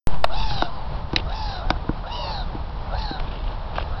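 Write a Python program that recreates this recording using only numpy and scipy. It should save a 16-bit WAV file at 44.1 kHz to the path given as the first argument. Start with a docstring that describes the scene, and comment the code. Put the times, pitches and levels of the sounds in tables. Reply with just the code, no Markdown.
"""A meerkat pup begs with four hoarse calls, each a quick rise and a long sag in pitch.
Its throat shapes a rasping tone, and its breath adds hiss, screech and sizzle. Other pups call faintly.
Paws tap and scuff a sheet of cardboard over gravel, and light wind rumbles on the microphone.
After a brief silence, the sound starts abruptly with a low pop. It has little treble."""
import sys
import numpy as np
from scipy.fft import rfft, irfft, next_fast_len
from scipy.io import wavfile
from scipy.ndimage import map_coordinates

SR = 44100
rng = np.random.default_rng(int(sys.argv[2]) if len(sys.argv) > 2 else 0)


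def inscribe(sig):
    """Save sig as 16-bit PCM at rate SR to the path in sys.argv[1].

    A 1-D sig is mono; a 2-D sig holds one channel per row.
    Samples are clipped to [-1, 1] before scaling.
    """
    pcm = np.round(np.clip(np.atleast_2d(sig).T, -1, 1) * 32767)
    wavfile.write(sys.argv[1], SR, pcm.astype(np.int16))


N = 176400


def amp(db):
    """Turn decibels into a gain."""
    return 10 ** (np.asarray(db) / 20)


def unit(x):
    """Scale to an average (rms) level of 1."""
    return x / np.sqrt(np.mean(x ** 2) + 1e-20)


def gain_at(spectrum, hz):
    """Read a gain off a curve of (frequency_hz, level_db) points."""
    points_hz, db = np.transpose(spectrum)
    return amp(np.interp(np.log(hz + 1), np.log(points_hz + 1), db))


def wobble(rate, size):
    """A smooth random curve with rate changes a second."""
    return map_coordinates(rng.standard_normal(8192), [np.arange(size) * rate / SR], mode="wrap")


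def flutter(rate, size):
    """Random swings in a tone's strength and phase."""
    return (unit(wobble(rate, size)) + 1j * unit(wobble(rate, size))) / np.sqrt(2)


def filtered(x, response):
    """Scale each frequency in x by response(hz)."""
    padded = next_fast_len(len(x) + 8192)
    return irfft(rfft(x, padded) * response(np.fft.rfftfreq(padded, 1 / SR)), padded)[:len(x)]


def noise(spectrum, size):
    """Noise with the given tone colour."""
    return unit(filtered(rng.standard_normal(size), lambda hz: gain_at(spectrum, hz)))


def add(out, start_s, x):
    """Mix x into out at start_s."""
    i = round(start_s * SR)
    out[i:i + len(x)] += x[:max(N - i, 0)]


def fade(t, start_s, end_s, in_s, out_s):
    """Fade in from start_s and out towards end_s."""
    opening = np.sin(np.pi / 2 * np.clip((t - start_s) / in_s, 0, 1))
    return opening * np.sin(np.pi / 2 * np.clip((end_s - t) / out_s, 0, 1))


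# Tone colour of the open air: frequency_hz, level_db
AIR_COLOUR = [(150, 4), (260, -6), (420, -2.5), (650, 1.5), (880, 4.5), (1150, -1.5), (1500, -8.5),
              (2100, -16.5), (3000, -15.5), (4100, -15.5), (5200, -26), (6000, -35.5)]
# Tone colour of the wind: frequency_hz, level_db
WIND_COLOUR = [(8, -13.5), (28, 0.5), (45, -4), (65, -7.5), (95, -13.5), (150, -17.5), (260, -30),
               (600, -52)]


def wind():
    """The open air gives a soft wash, and gusts rumble on the microphone."""
    wash = amp(-37.5 - 1.5 * wobble(14, N)) * noise(AIR_COLOUR, N)
    rumble = amp(-28.5 + 2 * wobble(8.9, N)) * noise(WIND_COLOUR, N)
    return wash + rumble


def ring(tones, t, attack_s):
    """A struck sheet rings with dying tones, a little different each time."""
    out = np.zeros(len(t))
    for k, (hz, db, ring_s) in enumerate(tones):
        level = amp(db + rng.normal(0, 2.1) - 60 * t / ring_s)
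        pitch_hz = hz * (1 + rng.normal(0, 0.032))
        out += (-1) ** k * level * np.sin(2 * np.pi * pitch_hz * t)
    return out * (1 - np.exp(-t / attack_s))


# Low tones of a paw's thump: pitch_hz, level_db, ring_s (time to fall by 60 dB)
THUMP_TONES = [(130, -3, 0.028), (233, -6, 0.033), (322.4, -6.5, 0.056), (468, -12.5, 0.055)]
# Tones of the cardboard: pitch_hz, level_db, ring_s
CARDBOARD_TONES = [(540, -3, 0.018), (703, 1, 0.018), (935, 0.5, 0.019), (1203, -4, 0.022),
                   (1480, -2, 0.022)]
# Tone colour of a claw's crack: frequency_hz, level_db
CLAW_COLOUR = [(300, -16.5), (1000, -8.5), (1700, -2.5), (2150, 3), (2600, 4.5), (3300, -6), (3850, 3.5),
               (4600, -7.5), (5500, -8), (6500, -9.5)]
# Taps, with levels before mixing: start_s, thump_db, knock_db, crack_db, crack_tilt_db_per_octave
PAW_TAPS = [(.143, -42, -28, -24.5, 0), (0.2423, -27.5, -2.5, 2, -1), (.509, -29, -18.5, -28, 4),
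            (0.6222, -15.5, -5.5, -5, 11), (1.132, -12.5, -18, -19.5, 1), (1.162, -20, -17.5, 4.5, 4.5),
            (1.7036, -13, -4, 0.5, 7), (1.763, -26, -27, -40, -8), (1.845, -25, -29, -48, 5),
            (1.891, -8.5, -14, -36, 7), (2.549, -15, -29, -37, -1), (2.695, -38, -32, -34, 5),
            (3.11, -15, -35, -27, -10), (3.199, -52, -23, -22.5, -1.5), (3.757, -30, -25, -20.5, 0),
            (3.7826, -42.5, -8, -18, -2), (3.807, -53, -23.5, -27, -3)]


def paw_taps():
    """A paw lands with a soft thump, the sheet knocks and a claw cracks."""
    out, t = np.zeros(N), np.arange(SR // 8) / SR
    snap, tail = amp(-60 * t / 0.013), amp(-27.5 - 60 * t / 0.042)
    crack_shape = (snap + tail) * (1 - np.exp(-t / 0.0001))
    for start_s, thump_db, knock_db, crack_db, tilt in PAW_TAPS:
        colour = [(hz, db + tilt * np.log2(hz / 2500)) for hz, db in CLAW_COLOUR]
        crack = amp(crack_db) * noise(colour, len(t)) * crack_shape
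        thump = amp(thump_db) * ring(THUMP_TONES, t, attack_s=0.0011)
        knock = amp(knock_db) * ring(CARDBOARD_TONES, t, attack_s=0.00011)
        add(out, start_s, thump + 0.5 * (knock + crack))
    return out


# How the throat boosts or softens each frequency: frequency_hz, level_db
THROAT_COLOUR = [(500, -6), (700, -3.5), (900, 0.5), (1300, -5.5), (1650, -12.5), (1950, -22.5),
                 (2400, -21), (2900, -6.5), (3250, -15.5), (3850, -1.5), (4400, -17.5), (5000, -14.5),
                 (5700, -21)]
# Moments when the voice's main tone breaks up: centre_s, half_length_s, added_rasp
VOICE_BREAKS = [(0.352, 0.045, 0.4), (1.318, 0.041, 0.17), (2.068, 0.012, 0.74), (2.236, 0.022, 0.68),
                (2.947, 0.019, 1.84)]


def throat_tone(clock, pitch_hz, phase, effort, octave_db, overtones_db):
    """A fairly clean main tone and rasping overtones; the higher ones need full effort."""
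    breaks = sum(rasp * np.exp(-((clock - s) / half_s) ** 2) for s, half_s, rasp in VOICE_BREAKS)
    tone = np.zeros(len(clock))
    for k in range(1, 9):
        rasp, added_rasp = (0.42, breaks) if k == 1 else (1.2, 0)
        weight = 1 if k == 1 else amp(octave_db) if k == 2 else effort * amp(overtones_db)
        shake = (1 + (rasp + added_rasp) * flutter(420, len(clock))) / np.hypot(1, rasp)
        tone += gain_at(THROAT_COLOUR, k * pitch_hz) * weight * np.real(shake * np.exp(1j * k * phase))
    return tone


def nasal_ring(pitch_hz, phase, centre_hz=2970, width_hz=240):
    """The overtone at three times the pitch rings as it crosses a nasal resonance."""
    closeness = np.exp(-((3 * pitch_hz - centre_hz) / width_hz) ** 2)
    shake = 1 + 0.76 * flutter(420, len(phase))
    return amp(-12.5) * closeness * np.real(shake * np.exp(3j * phase))


def voice_crack(clock, phase, centre_s=2.24, half_length_s=0.073, pitch_ratio=0.62):
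    """The near pup's third call cracks into a lower tone."""
    swell = np.exp(-((clock - centre_s) / half_length_s) ** 2)
    return amp(-5) * swell * (1 + 0.9 * wobble(130, len(clock))) * np.sin(pitch_ratio * phase)


def mouth_screech(t, length_s, pitch_hz):
    """Swirling air in the mouth makes a screech that follows the pitch and swells late in the call."""
    centre_hz = 4350 + 2.7 * (pitch_hz - 890)
    phase = 2 * np.pi * np.cumsum(centre_hz) / SR
    swell = fade(t, max(length_s - 0.29, 0), length_s, in_s=0.21, out_s=0.094)
    return swell * np.real(flutter(600, len(t)) * np.exp(1j * phase))


# Tone colour of the throat's hiss: frequency_hz, level_db
HISS_COLOUR = [(200, -20), (600, -2.5), (1000, 8), (1500, -1), (2000, -10.5), (2800, 6.5), (3300, -4.5),
               (3850, 13.5), (4400, -11), (5100, -1), (5600, -6.5), (6000, -3.5)]
# Tone colour of the bright sizzle: frequency_hz, level_db
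SIZZLE_COLOUR = [(3000, -26), (3600, -10.5), (3900, -9), (4300, -9.5), (4750, 8), (5200, -1), (5600, 5.5),
                 (6000, -13)]


def call(start_s, rise_s, length_s, top_hz, end_hz, fall_curve,
         voice_db, octave_db, nasal_db, overtones_db, hiss_db, screech_db, sizzle_db):
    """One hoarse call rises and sags; near the top of its pitch it suddenly starts to sizzle."""
    t = np.arange(SR // 2) / SR
    clock, size = start_s + t, len(t)
    start_hz, jitter = 610.7, 0.012
    rise = np.sin(np.pi / 2 * np.clip(t / rise_s, 0, 1)) ** 1.8
    fall = np.clip((t - rise_s) / (length_s - rise_s), 0, 1) ** fall_curve
    pitch_hz = start_hz + (top_hz - start_hz) * rise - (top_hz - end_hz) * fall
    phase = 2 * np.pi * np.cumsum(pitch_hz * (1 + jitter * wobble(280, size))) / SR
    effort = fade(t, 0.012, length_s, in_s=0.099, out_s=0.21)
    voice = throat_tone(clock, pitch_hz, phase, effort, octave_db, overtones_db)
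    voice += amp(nasal_db) * effort * nasal_ring(pitch_hz, phase)
    voice += voice_crack(clock, phase)
    voice *= amp(voice_db) * fade(t, 0, length_s, in_s=0.02, out_s=0.056)
    hiss = noise(HISS_COLOUR, size) * amp(hiss_db + 4.5 * wobble(130, size)) * effort
    screech = amp(screech_db) * mouth_screech(t, length_s, pitch_hz)
    sizzle = amp(sizzle_db) * noise(SIZZLE_COLOUR, size)
    sizzle *= fade(t, 0.7 * rise_s, length_s, in_s=0.023, out_s=0.26)
    pulses = 1 + 0.5 * np.cos(phase)  # the noise pulses in step with the voice
    return np.sqrt(2) * (voice + screech) + pulses * (hiss + sizzle)


# The near pup's calls, with levels before mixing: start_s, rise_s, length_s, top_hz, end_hz,
# fall_curve, voice_db, octave_db, nasal_db, overtones_db, hiss_db, screech_db, sizzle_db
NEAR_CALLS = [(0.286, .105, 0.42, 889.5, 648.2, 1.6, -33, -2, 6, 0.5, -39, -44, -39.5),
              (1.259, 0.11, 0.38, 890, 650.6, 1.46, -34, -1, 2, -6, -45.5, -42.5, -41),
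              (2.029, .112, .425, 969, 638, 2.1, -34.5, -0.5, 5.5, -7.5, -46.5, -37, -42.5),
              (2.899, .1, 0.3, 890, 698, 1.22, -35.5, 3.5, -3, -8.5, -45, -38.5, -46.5)]
# Calls of the pups farther off: same columns
FAR_CALLS = [(.62, .1, .24, 1041, 835, 1.4, -42, -9, -16, -6, -62, -57.5, -72),
             (1.6, .08, 0.18, 770, 645, 1.54, -36.5, 1, -30, -29, -67, -79, -73),
             (2.36, 0.064, 0.14, 1050, 814, 1, -48, 2, -7, -13.5, -67, -70, -68),
             (3.72, .1, 0.18, 856, 760, 1.3, -43.5, 1, -4, 2, -66, -59, -71),
             (3.91, 0.086, 0.28, 784, 726, 0.84, -44.5, 8, -14, -9, -78, -48, -67)]


def pups():
    """One pup begs close by while others call more faintly."""
    out = np.zeros(N)
    for start_s, *shape in NEAR_CALLS + FAR_CALLS:
        add(out, start_s, call(start_s, *shape))
    return out


# Drags of the claws: centre_s, half_length_s, level_db
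CLAW_DRAGS = [(1.183, 0.016, -26), (3.204, 0.0063, -31.5), (3.353, 0.17, -43), (3.793, 0.035, -34)]
# Tone colour of scraped cardboard: frequency_hz, level_db
SCRAPE_COLOUR = [(400, 5.5), (1200, -3.5), (2000, -10.5), (2800, 2.5), (3600, -2), (5000, -14),
                 (6000, -23.5)]


def claw_scuffs():
    """Claws drag over the cardboard with a grainy noise."""
    t = np.arange(N) / SR
    drags = sum(amp(db) * np.exp(-((t - s) / half_s) ** 2) for s, half_s, db in CLAW_DRAGS)
    return drags * unit(noise(SCRAPE_COLOUR, N) * amp(5.3 * wobble(220, N)))


def scene():
    """Everything that reaches the microphone, in one channel."""
    return (pups() + paw_taps() + claw_scuffs() + wind())[None]


# How the treble falls away: frequency_hz, level_db
TREBLE_LOSS = [(5300, 0.5), (5700, -8.5), (6100, -18.5)]


def record(dry):
    """The sound starts with a low pop and keeps little treble; the hardest taps clip with a crackle."""
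    start_s, pop_decay_s, clip_level = 0.072, 0.34, amp(-2.5)
    t = np.arange(N) / SR - start_s
    dull = filtered(dry[0], lambda hz: gain_at(TREBLE_LOSS, hz))
    dull = filtered(dull, lambda hz: 1 / (1 + (hz / 6150) ** 80))  # a steep treble cut
    pop = -amp(-9) * np.exp(-np.abs(t) / pop_decay_s)
    clipped = np.clip((t > 0) * (dull + pop), -clip_level, clip_level)
    return filtered(clipped, lambda hz: hz < 16600)[None]


dry = scene()
out = record(dry)
inscribe(out)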